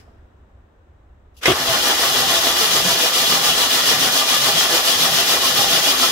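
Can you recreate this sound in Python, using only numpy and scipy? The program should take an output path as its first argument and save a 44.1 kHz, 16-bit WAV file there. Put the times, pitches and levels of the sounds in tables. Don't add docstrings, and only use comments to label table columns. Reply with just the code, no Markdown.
import sys
import numpy as np
from scipy import signal
from scipy.fft import rfft, irfft, next_fast_len
from scipy.io import wavfile

SR = 44100
rng = np.random.default_rng(int(sys.argv[2]) if len(sys.argv) > 2 else 0)


def dump_mix(stems):
    frames = np.atleast_2d(stems).T
    limited = np.clip(frames, -1, 1)
    pcm = np.round(limited * 32767).astype(np.int16)
    wavfile.write(sys.argv[1], SR, pcm)


def linear_from_db(decibels):
    return 10 ** (np.asarray(decibels, float) / 20)


N = 269451
M = next_fast_len(N + 8192)
HZ = np.maximum(np.arange(M // 2 + 1) * SR / M, 1)
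T = np.arange(N) / SR
STEADY_FROM_S, STROKE_S = 2.117, 0.1424


def rms_one(x, start_s=0):
    return x / np.sqrt(np.mean(x[..., int(start_s * SR):] ** 2) + 1e-20)


def noise_pair():
    return rng.standard_normal((2, N))


def level(rows_s_db):
    return linear_from_db(np.interp(T, *np.transpose(rows_s_db), -140, -140))


def at_hz(points):
    hz, value = np.transpose(points)
    return np.interp(np.log(HZ), np.log(hz), value)


def colour(x, spectrum):
    below, above = spectrum[0][0] / HZ, HZ / spectrum[-1][0]
    octaves_outside = np.log2(np.maximum(np.maximum(below, above), 1))
    return irfft(rfft(x, M) * linear_from_db(at_hz(spectrum) - 60 * octaves_outside), M)[:, :N]


def highpass(x, order, hz):
    return signal.sosfilt(signal.butter(order, hz, "high", fs=SR, output="sos"), x)


def drift(rate_hz):
    r = np.exp(-80 * np.pi * rate_hz / SR)
    slow = signal.lfilter([1], [1, -2 * r, r * r], rng.standard_normal(N // 40 + 2002))[2000:]
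    return np.interp(np.arange(N) / 40, np.arange(len(slow)), rms_one(slow))


def resonate(x, hz, width_hz):
    r = np.exp(-np.pi * width_hz / SR)
    a = [1, -2 * r * np.cos(2 * np.pi * hz / SR), r * r]
    return signal.lfilter([(1 - r * r) / 2, 0, (r * r - 1) / 2], a, x)


def strike(blows, modes, soft_hz):
    at = [round(s * SR) for s, db in blows]
    blow_db = np.array(blows)[:, 1]
    out = np.zeros((2, N))
    for k, (hz, mode_db, t60_s) in enumerate(modes):
        clicks = np.full((2, N), 1e-18)
        clicks[:, at] = linear_from_db(blow_db + mode_db + rng.normal(0, 1, (len(at), 2)).T)
        clicks[1] *= (-1) ** k
        r, w = linear_from_db(-60 / (t60_s * SR)), 2 * np.pi * hz / SR
        out += signal.lfilter([0, np.sin(w)], [1, -2 * r * np.cos(w), r * r], clicks)
    return signal.sosfilt(signal.butter(1, soft_hz, fs=SR, output="sos"), out)


def teeth(per_s, uneven_db, smooth):
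    force = linear_from_db(uneven_db * np.minimum(rng.exponential(1, (2, N)), 5))
    force = force * rng.choice([-1, 1], (2, N))
    hits = force * (rng.random((2, N)) < per_s / SR)
    return rms_one(rms_one(hits, 2.3) + smooth * noise_pair())


# time in seconds, level in dB.
RUMBLE_LEVEL = [(0, -44), (.13, -50), (.2, -45), (.32, -46), (.6, -48), (.73, -55), (.82, -48.5),
                (1.2, -52), (1.4, -50), (1.6, -47), (2.3, -49), (3.5, -49), (4.3, -56), (5, -48.5),
                (6.11, -52)]
# frequency in Hz, density in dB per Hz.
RUMBLE_TONE = [(12, -35), (20, -6), (38, -12.5), (60, -5), (79, -6.5), (97, -14.5), (130, -22), (170, -62),
               (290, -120)]


def rumble():
    level_db = np.interp(T, *np.transpose(RUMBLE_LEVEL)) + 2.5 * drift(4.4)
    return rms_one(colour(noise_pair(), RUMBLE_TONE)) * linear_from_db(level_db)


# frequency in Hz, density in dB per Hz.
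AIR_TONE = [(65, -35), (110, -6.5), (257, -5), (381, -6), (600, -8.5), (1530, -16), (1900, -19.5),
            (2150, -25), (3900, -31), (4400, -39), (8400, -40), (9000, -51), (11000, -50), (16000, -47)]


def room_air():
    return rms_one(colour(noise_pair(), AIR_TONE)) * linear_from_db(-57.5 + 5.5 * np.exp(-T / 0.3))


# frequency in Hz, density in dB per Hz.
CLICK_TONE = [(1500, 4), (2500, 1), (4000, -8), (5200, 3), (6300, -11), (7400, -8), (9400, -13),
              (10500, -14), (11700, -14), (13000, -18), (16000, -20)]
# time in seconds, level in dB.
CLICK_FADE = [(0, -52), (.02, -58), (.05, -68), (.1, -72), (.2, -79), (.45, -100)]


def click_tail():
    level_db = np.interp(T, *np.transpose(CLICK_FADE), right=-140)
    return rms_one(colour(noise_pair(), CLICK_TONE)) * linear_from_db(level_db)


# start in seconds, level in dB.
KNOCK = [
    (.078, -46),
    (.081, -44),
    (.085, -56),
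    (.092, -46),
]
# frequency in Hz, level in dB, t60 in seconds.
CASTING = [(85.5, -11, .15), (134, -6.5, 0.025), (380, -4, 0.085), (515, -5.5, 0.014), (693, -2.5, 0.028),
           (976, -14, 0.043), (1160, -7.5, 0.044), (2890, -9, .04), (3310, -8.5, 0.032)]


def workshop():
    return rumble() + room_air() + click_tail() + strike(KNOCK, CASTING[3:7], soft_hz=3000)


# time in seconds, level in dB.
RELAY = [
    (1.335, -95),
    (1.345, -72),
    (1.366, -68),
    (1.368, -54),
    (1.39, -54),
    (1.41, -63),
    (1.43, -86),
]
# frequency in Hz, density in dB per Hz.
RELAY_TONE = [(1290, -52), (2200, -22), (2660, -2), (4130, -8), (4310, -11), (4680, -5), (9100, -16),
              (11800, -10), (16000, -21)]


def relay():
    return rms_one(colour(noise_pair(), RELAY_TONE)) * level(RELAY)


# time in seconds, level in dB.
SPIN = [
    (1.405, -70),
    (1.410, -56),
    (1.416, -39),
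    (1.428, -31),
    (1.434, -21),
    (1.454, -21),
    (1.457, -12.5),
    (1.524, -15.5),
    (1.56, -40),
]
# frequency in Hz, density in dB per Hz.
SPIN_TONE = [(120, -42), (250, -7), (500, 0.5), (800, -11), (1300, -1.5), (2000, -4.5), (2600, -4),
             (3300, -3), (4400, -11), (5700, -11), (7500, -19.5), (12500, -21.5), (16000, -25)]


def free_spin():
    chatter = teeth(1500, uneven_db=-3.0, smooth=1.8)
    return rms_one(colour(chatter, SPIN_TONE)) * level(SPIN) * linear_from_db(-4.0)


# start in seconds, level in dB.
CLACK = [
    (1.4562, -9),
    (1.4585, -1.5),
    (1.471, -10),
]
# frequency in Hz, level in dB, t60 in seconds.
PLUNGER = [(1443, -26, .03), (2030, 7, 0.029), (2510, -6, .03), (3020, -10, 0.042), (3630, -22, .017),
           (5450, 0.5, .012), (7400, -25, .01)]


def solenoid_clack():
    return linear_from_db(-8.5) * strike(CLACK, PLUNGER, soft_hz=9000)


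# start in seconds, level in dB.
THUD = [
    (1.481, 0),
    (1.487, -3.5),
    (1.495, -11),
    (1.502, -1.5),
    (1.51, -7),
    (1.519, -4),
]


def pinion_thud():
    return linear_from_db(-7.0) * strike(THUD, CASTING, soft_hz=5000)


def engagement():
    return relay() + free_spin() + solenoid_clack() + pinion_thud()


# time in seconds, pitch as a share, level in dB.
CYCLE_SCATTER = (.012, 0.017, 3.1)


def every_cycle(pattern):
    starts = np.arange(STEADY_FROM_S, N / SR, 4 * STROKE_S)
    rows = np.array([(start + s, hz, db) for start in starts for s, hz, db in pattern])
    luck = rng.standard_normal(rows.shape) * CYCLE_SCATTER
    rows = rows * (1 + luck * [0, 1, 0]) + luck * [1, 0, 1]
    return rows[rows[:, 0] < N / SR]


def singing(moments, length_s, sag):
    out = np.zeros((2, N + SR))
    t = np.arange(-length_s / 2, length_s / 2, 1 / SR)
    phases = rng.random((len(moments), 2)) * 2 * np.pi
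    for (s, hz, db), phase in zip(moments, phases):
        at = int((s - length_s / 2) * SR)
        tone = np.sin(2 * np.pi * hz * (t - sag * t * t) + phase[:, None])
        out[:, at:at + len(t)] += linear_from_db(db + 2.5) * np.hanning(len(t)) * tone
    return out[:, :N] * linear_from_db(2.0 * drift(31))


# time into the cycle in seconds, frequency in Hz, level in dB.
BOOMS = [
    (.05, 130, -40.5),
    (.08, 255, -39),
    (.168, 174, -35),
    (.19, 267, -38),
    (.33, 286, -37),
    (.51, 255, -37.5),
]


def intake_booms():
    return singing(every_cycle(BOOMS), length_s=0.076, sag=0.28)


# time into the cycle in seconds, frequency in Hz, level in dB.
SINGS = [(.065, 1210, -28.5), (0.12, 785, -30.5), (.24, 745, -29.5), (.35, 655, -31.5), (0.4, 1150, -30.5),
         (.5, 680, -30), (.49, 1000, -33.5), (.52, 1300, -32), (.35, 505, -34.5)]
# time in seconds, frequency in Hz, level in dB.
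SURGES = [(1.704, 124, -35), (1.707, 660, -28), (1.932, 833, -27), (2.062, 1110, -26), (2.322, 1034, -26),
          (2.339, 510, -27), (2.632, 442, -27), (2.912, 974, -25.5), (3.19, 515, -29), (3.473, 1206, -22),
          (3.912, 464, -30.5), (4.147, 976, -31), (4.35, 1196, -32), (4.741, 338, -30), (4.74, 494, -29),
          (5.448, 1080, -22.5), (5.597, 1204, -25), (5.608, 805, -22.5), (6.03, 1300, -28)]


def gear_singing():
    return singing([*every_cycle(SINGS), *SURGES], length_s=0.067, sag=0.37)


# slowest point in seconds, rattle there in dB,
# rattle crest in dB, block crest in dB, breathing in dB.
RUN_UP = [
    (1.528, -28, -24, -23, -49),
    (1.638, -20, -19, -24.5, -41),
    (1.8, -19.5, -18, -22, -46),
    (1.959, -20.5, -17.5, -23.5, -55),
]
# lateness in seconds, rattle at the slowest point in dB,
# block crest in dB, breathing in dB.
CYLINDERS = [
    (0.001, -18, -21, -38),
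    (.001, -19, -24, -37.5),
    (-.002, -18.5, -22.7, -43.5),
    (.0, -20, -25, -49),
]


def compressions():
    k = np.arange(int((N / SR - STEADY_FROM_S) / STROKE_S) + 3)
    late_s, slow_db, block_db, breath_db = np.array(CYLINDERS)[k % 4].T
    crest_db = -15.5 - 1.5 * np.exp(-k * STROKE_S / 0.65)
    at_s = STEADY_FROM_S + k * STROKE_S + late_s
    return np.hstack([np.transpose(RUN_UP), [at_s, slow_db, crest_db, block_db, breath_db]])


def per_stroke(turn, column):
    return np.interp(turn, np.arange(len(column)) + .5, column)


# frequency in Hz, width in Hz, level in dB.
INTAKE = [(139, 8.6, 2.5), (175.5, 9.2, 1.5), (97.5, 45, -9), (200, 12, -6)]


def intake_breath(turn, speed, breath_db):
    air = noise_pair()
    breath = rms_one(sum(linear_from_db(db) * resonate(air, hz, w) for hz, w, db in INTAKE))
    level_db = per_stroke(turn + 0.39, breath_db)
    return breath * linear_from_db(level_db + 1.0 * (speed + 0.5) + 1.1 * drift(30))


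# frequency in Hz, width in Hz, level in dB for the stroke of cylinders 1, 2, 3, 4.
BLOCK = [(255, 16, -5, -7, -3.5, -1.5), (366, 23, -17, -2, -10, -3), (425, 13, -6, -8, -4, -17),
         (506, 30, -13, -4, -12, 1), (671.4, 18.6, -5, 7.5, -0.5, 3), (788, 134, -10, -6, -3, -4),
         (830, 39, -14, -2, -11, -3), (971, 18, -3, -13, 1.5, -4), (1083, 34, -1, 2.5, -3.5, 4),
         (1193.4, 17, -1.5, 5.5, 3, 10), (1324, 31, -8, -4, -1, 0.5), (1440, 106, -11.5, 0.5, -7.5, -4),
         (1711, 18, -2.5, 1.5, 3, 4.5), (1920, 270, -5.5, -1.5, -5, -1)]
# frequency in Hz, density in dB per Hz.
GROWL = [(200, -31), (270, -6), (490, 0), (700, -1), (910, -5), (1180, 0.5), (1400, -3), (1600, -1),
         (1800, -3), (2200, -20), (2600, -11), (3300, -7)]


def block_growl(turn, speed, block_db):
    swell_db = 3.2 * (np.sin(np.pi * (turn % 1) ** 1.44) ** 0.58 - 1)
    dull = teeth(500 * (.6 + speed), uneven_db=3.5, smooth=1.58)
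    dull = dull * linear_from_db(swell_db + per_stroke(turn, block_db) + 0.64 * drift(38))
    cylinder = np.arange(len(block_db)) % 4
    modes = np.zeros((2, N))
    for hz, width_hz, *cylinder_db in BLOCK:
        mode_db = per_stroke(turn, np.array(cylinder_db)[cylinder])
        modes += resonate(dull * linear_from_db(mode_db + 1.2 * drift(3.0)), hz, width_hz)
    return linear_from_db(11.5) * modes + linear_from_db(8.5) * colour(dull * linear_from_db(0.99 * drift(19)), GROWL)


# frequency in Hz, width in Hz, level in dB.
HOUSING = [(2450, 10.7, 3.5), (2725, 30, -1), (2955, 110, 0.5), (3226, 100, -3.5), (3353, 63, 4),
           (3580, 99, -2.5), (3896, 52, -1), (4284, 38, -2), (4630, 68, -6.5), (4790, 19, 2.5),
           (4940, 240, -10.5), (5510, 110, -3.5), (6270, 90, -14), (9560, 82, -25), (11440, 210, -12.5),
           (13000, 130, -21)]
# frequency in Hz, density in dB per Hz.
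RATTLE_TONE = [(1300, -31), (2200, -12), (2620, -8.5), (2800, -3.5), (3300, -3), (4100, -5), (5600, -5),
               (6000, -7), (8300, -12.5), (11600, -13), (12800, -15), (13800, -19.5), (15000, -13),
               (16000, -22)]


def gear_rattle(turn, speed, slow_db, crest_db):
    bright = teeth(2500 * (.6 + speed), uneven_db=1.5, smooth=1.48)
    ringing = sum(linear_from_db(db + 3.4 * drift(20.4)) * resonate(bright, hz, w) for hz, w, db in HOUSING)
    rattle = linear_from_db(-1.0) * rms_one(colour(bright, RATTLE_TONE)) + linear_from_db(-5.0) * rms_one(ringing)
    treble = highpass(rattle, 1, 5000)
    rattle = rattle + treble * (linear_from_db(0.5 * (speed - 0.8)) - 1)
    rise_db = speed * (per_stroke(turn, crest_db) - slow_db)
    return rms_one(rattle) * linear_from_db(slow_db + rise_db + 0.33 * drift(31))


def cranking():
    at_s, slow_db, crest_db, block_db, breath_db = compressions()
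    turn = np.interp(T, at_s, np.arange(len(at_s)))
    speed = np.sin(np.pi * (turn % 1) ** .95) ** 1.2
    engaged = np.clip((T - 1.5) / 0.022, 0, 1)
    rattle = gear_rattle(turn, speed, np.interp(T, at_s, slow_db), crest_db)
    block = block_growl(turn, speed, block_db)
    return engaged * (rattle + block + intake_breath(turn, speed, breath_db))


# delay in ms, level in dB.
BAY_ECHOES = [(.21, 8), (.55, -7.5), (1.3, -4.5), (2.4, 7.5), (3.9, -4), (6.1, 12)]


def spread(pair, likeness, echoed):
    alike = np.clip(at_hz(likeness), -.995, .995)
    mid, side = rfft(pair, M)
    echoes = 0
    for k, (ms, db) in enumerate(BAY_ECHOES):
        echoes = echoes + linear_from_db(db) * np.exp(-2j * np.pi * HZ * ms / 1000) * (-1) ** k
    echo_side = mid * rms_one(np.abs(echoes)) * np.exp(1j * np.angle(echoes))
    side = np.sqrt(1 - echoed) * side + np.sqrt(echoed) * echo_side
    mid, side = np.sqrt((1 + alike) / 2) * mid, np.sqrt((1 - alike) / 2) * side
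    return irfft(np.array([mid + side, mid - side]), M)[:, :N]


def ragged(x, depth_db, width_hz, from_hz):
    knots = rng.standard_normal((2, 600))
    bumps = np.array([np.interp(HZ / width_hz, np.arange(600), row) for row in knots])
    return irfft(rfft(x, M) * linear_from_db(depth_db * bumps / (1 + (from_hz / HZ) ** 4)), M)[:, :N]


def aim(pair, alike_hz, side_db):
    side = linear_from_db(side_db) * highpass(pair[1], 1, alike_hz)
    return pair[0] + side * [[1], [-1]]


# frequency in Hz, width in Hz, share removed.
GAPS = [(1590, 60, .55), (2200, 60, .75), (2650, 60, .85)]


def hollow(x):
    for hz, width_hz, share in GAPS:
        x = x - share * resonate(x, hz, width_hz)
    return x


# frequency in Hz, left-right likeness from -1 to 1.
LIKENESS = [(60, 1), (290, 1), (640, 0.96), (1000, 0.31), (1400, 0.18), (1900, 0.45), (2200, 0.25),
            (2410, 0.39), (2660, -0.19), (3300, -0.23), (3900, -0.039), (4300, 0.16), (4700, 0.05),
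            (15000, 0.024)]
# frequency in Hz, left-right likeness from -1 to 1.
SHOP_LIKENESS = [(60, 1), (130, 0.93), (290, 0.78), (640, 0.22), (1410, -0.023), (3100, 0.04), (6820, 0.01),
                 (15000, 0.26)]


def scene():
    shop = spread(workshop(), SHOP_LIKENESS, echoed=0.038)
    turning = cranking() + gear_singing() + intake_booms()
    turning = spread(turning, LIKENESS, echoed=0.23)
    turning = ragged(turning, depth_db=3.0, width_hz=70, from_hz=4540)
    engine = hollow(turning) * (T > 1.49) + aim(engagement(), alike_hz=1500, side_db=0.5)
    return highpass(engine, 3, 75) + shop


def band_limit(x):
    return signal.sosfilt(signal.butter(12, 17020, fs=SR, output="sos"), x)


# frequency in Hz, left minus right in dB.
PORTS = [(300, -0.5), (1300, .5), (2600, 4), (4800, -1), (5500, 0.5), (6000, 6), (8000, 8.5), (8700, 0),
         (9500, -6), (11400, -8), (12300, -4), (13000, 10.5), (15500, -10)]


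def record(dry):
    port_gain = linear_from_db(at_hz(PORTS) * [[.5], [-.5]])
    ports = irfft(rfft(dry, M) * port_gain / np.sqrt(1 + (28 / HZ) ** 4), M)[:, :N]
    rounded = .98 * ports / (.98 ** 4 + ports ** 4) ** .25
    top_cut = signal.ellip(14, .5, 85, 15760, fs=SR, output="sos")
    mix = signal.sosfilt(top_cut, rounded)
    return band_limit(mix)


dry = scene()
out = record(dry)
dump_mix(out)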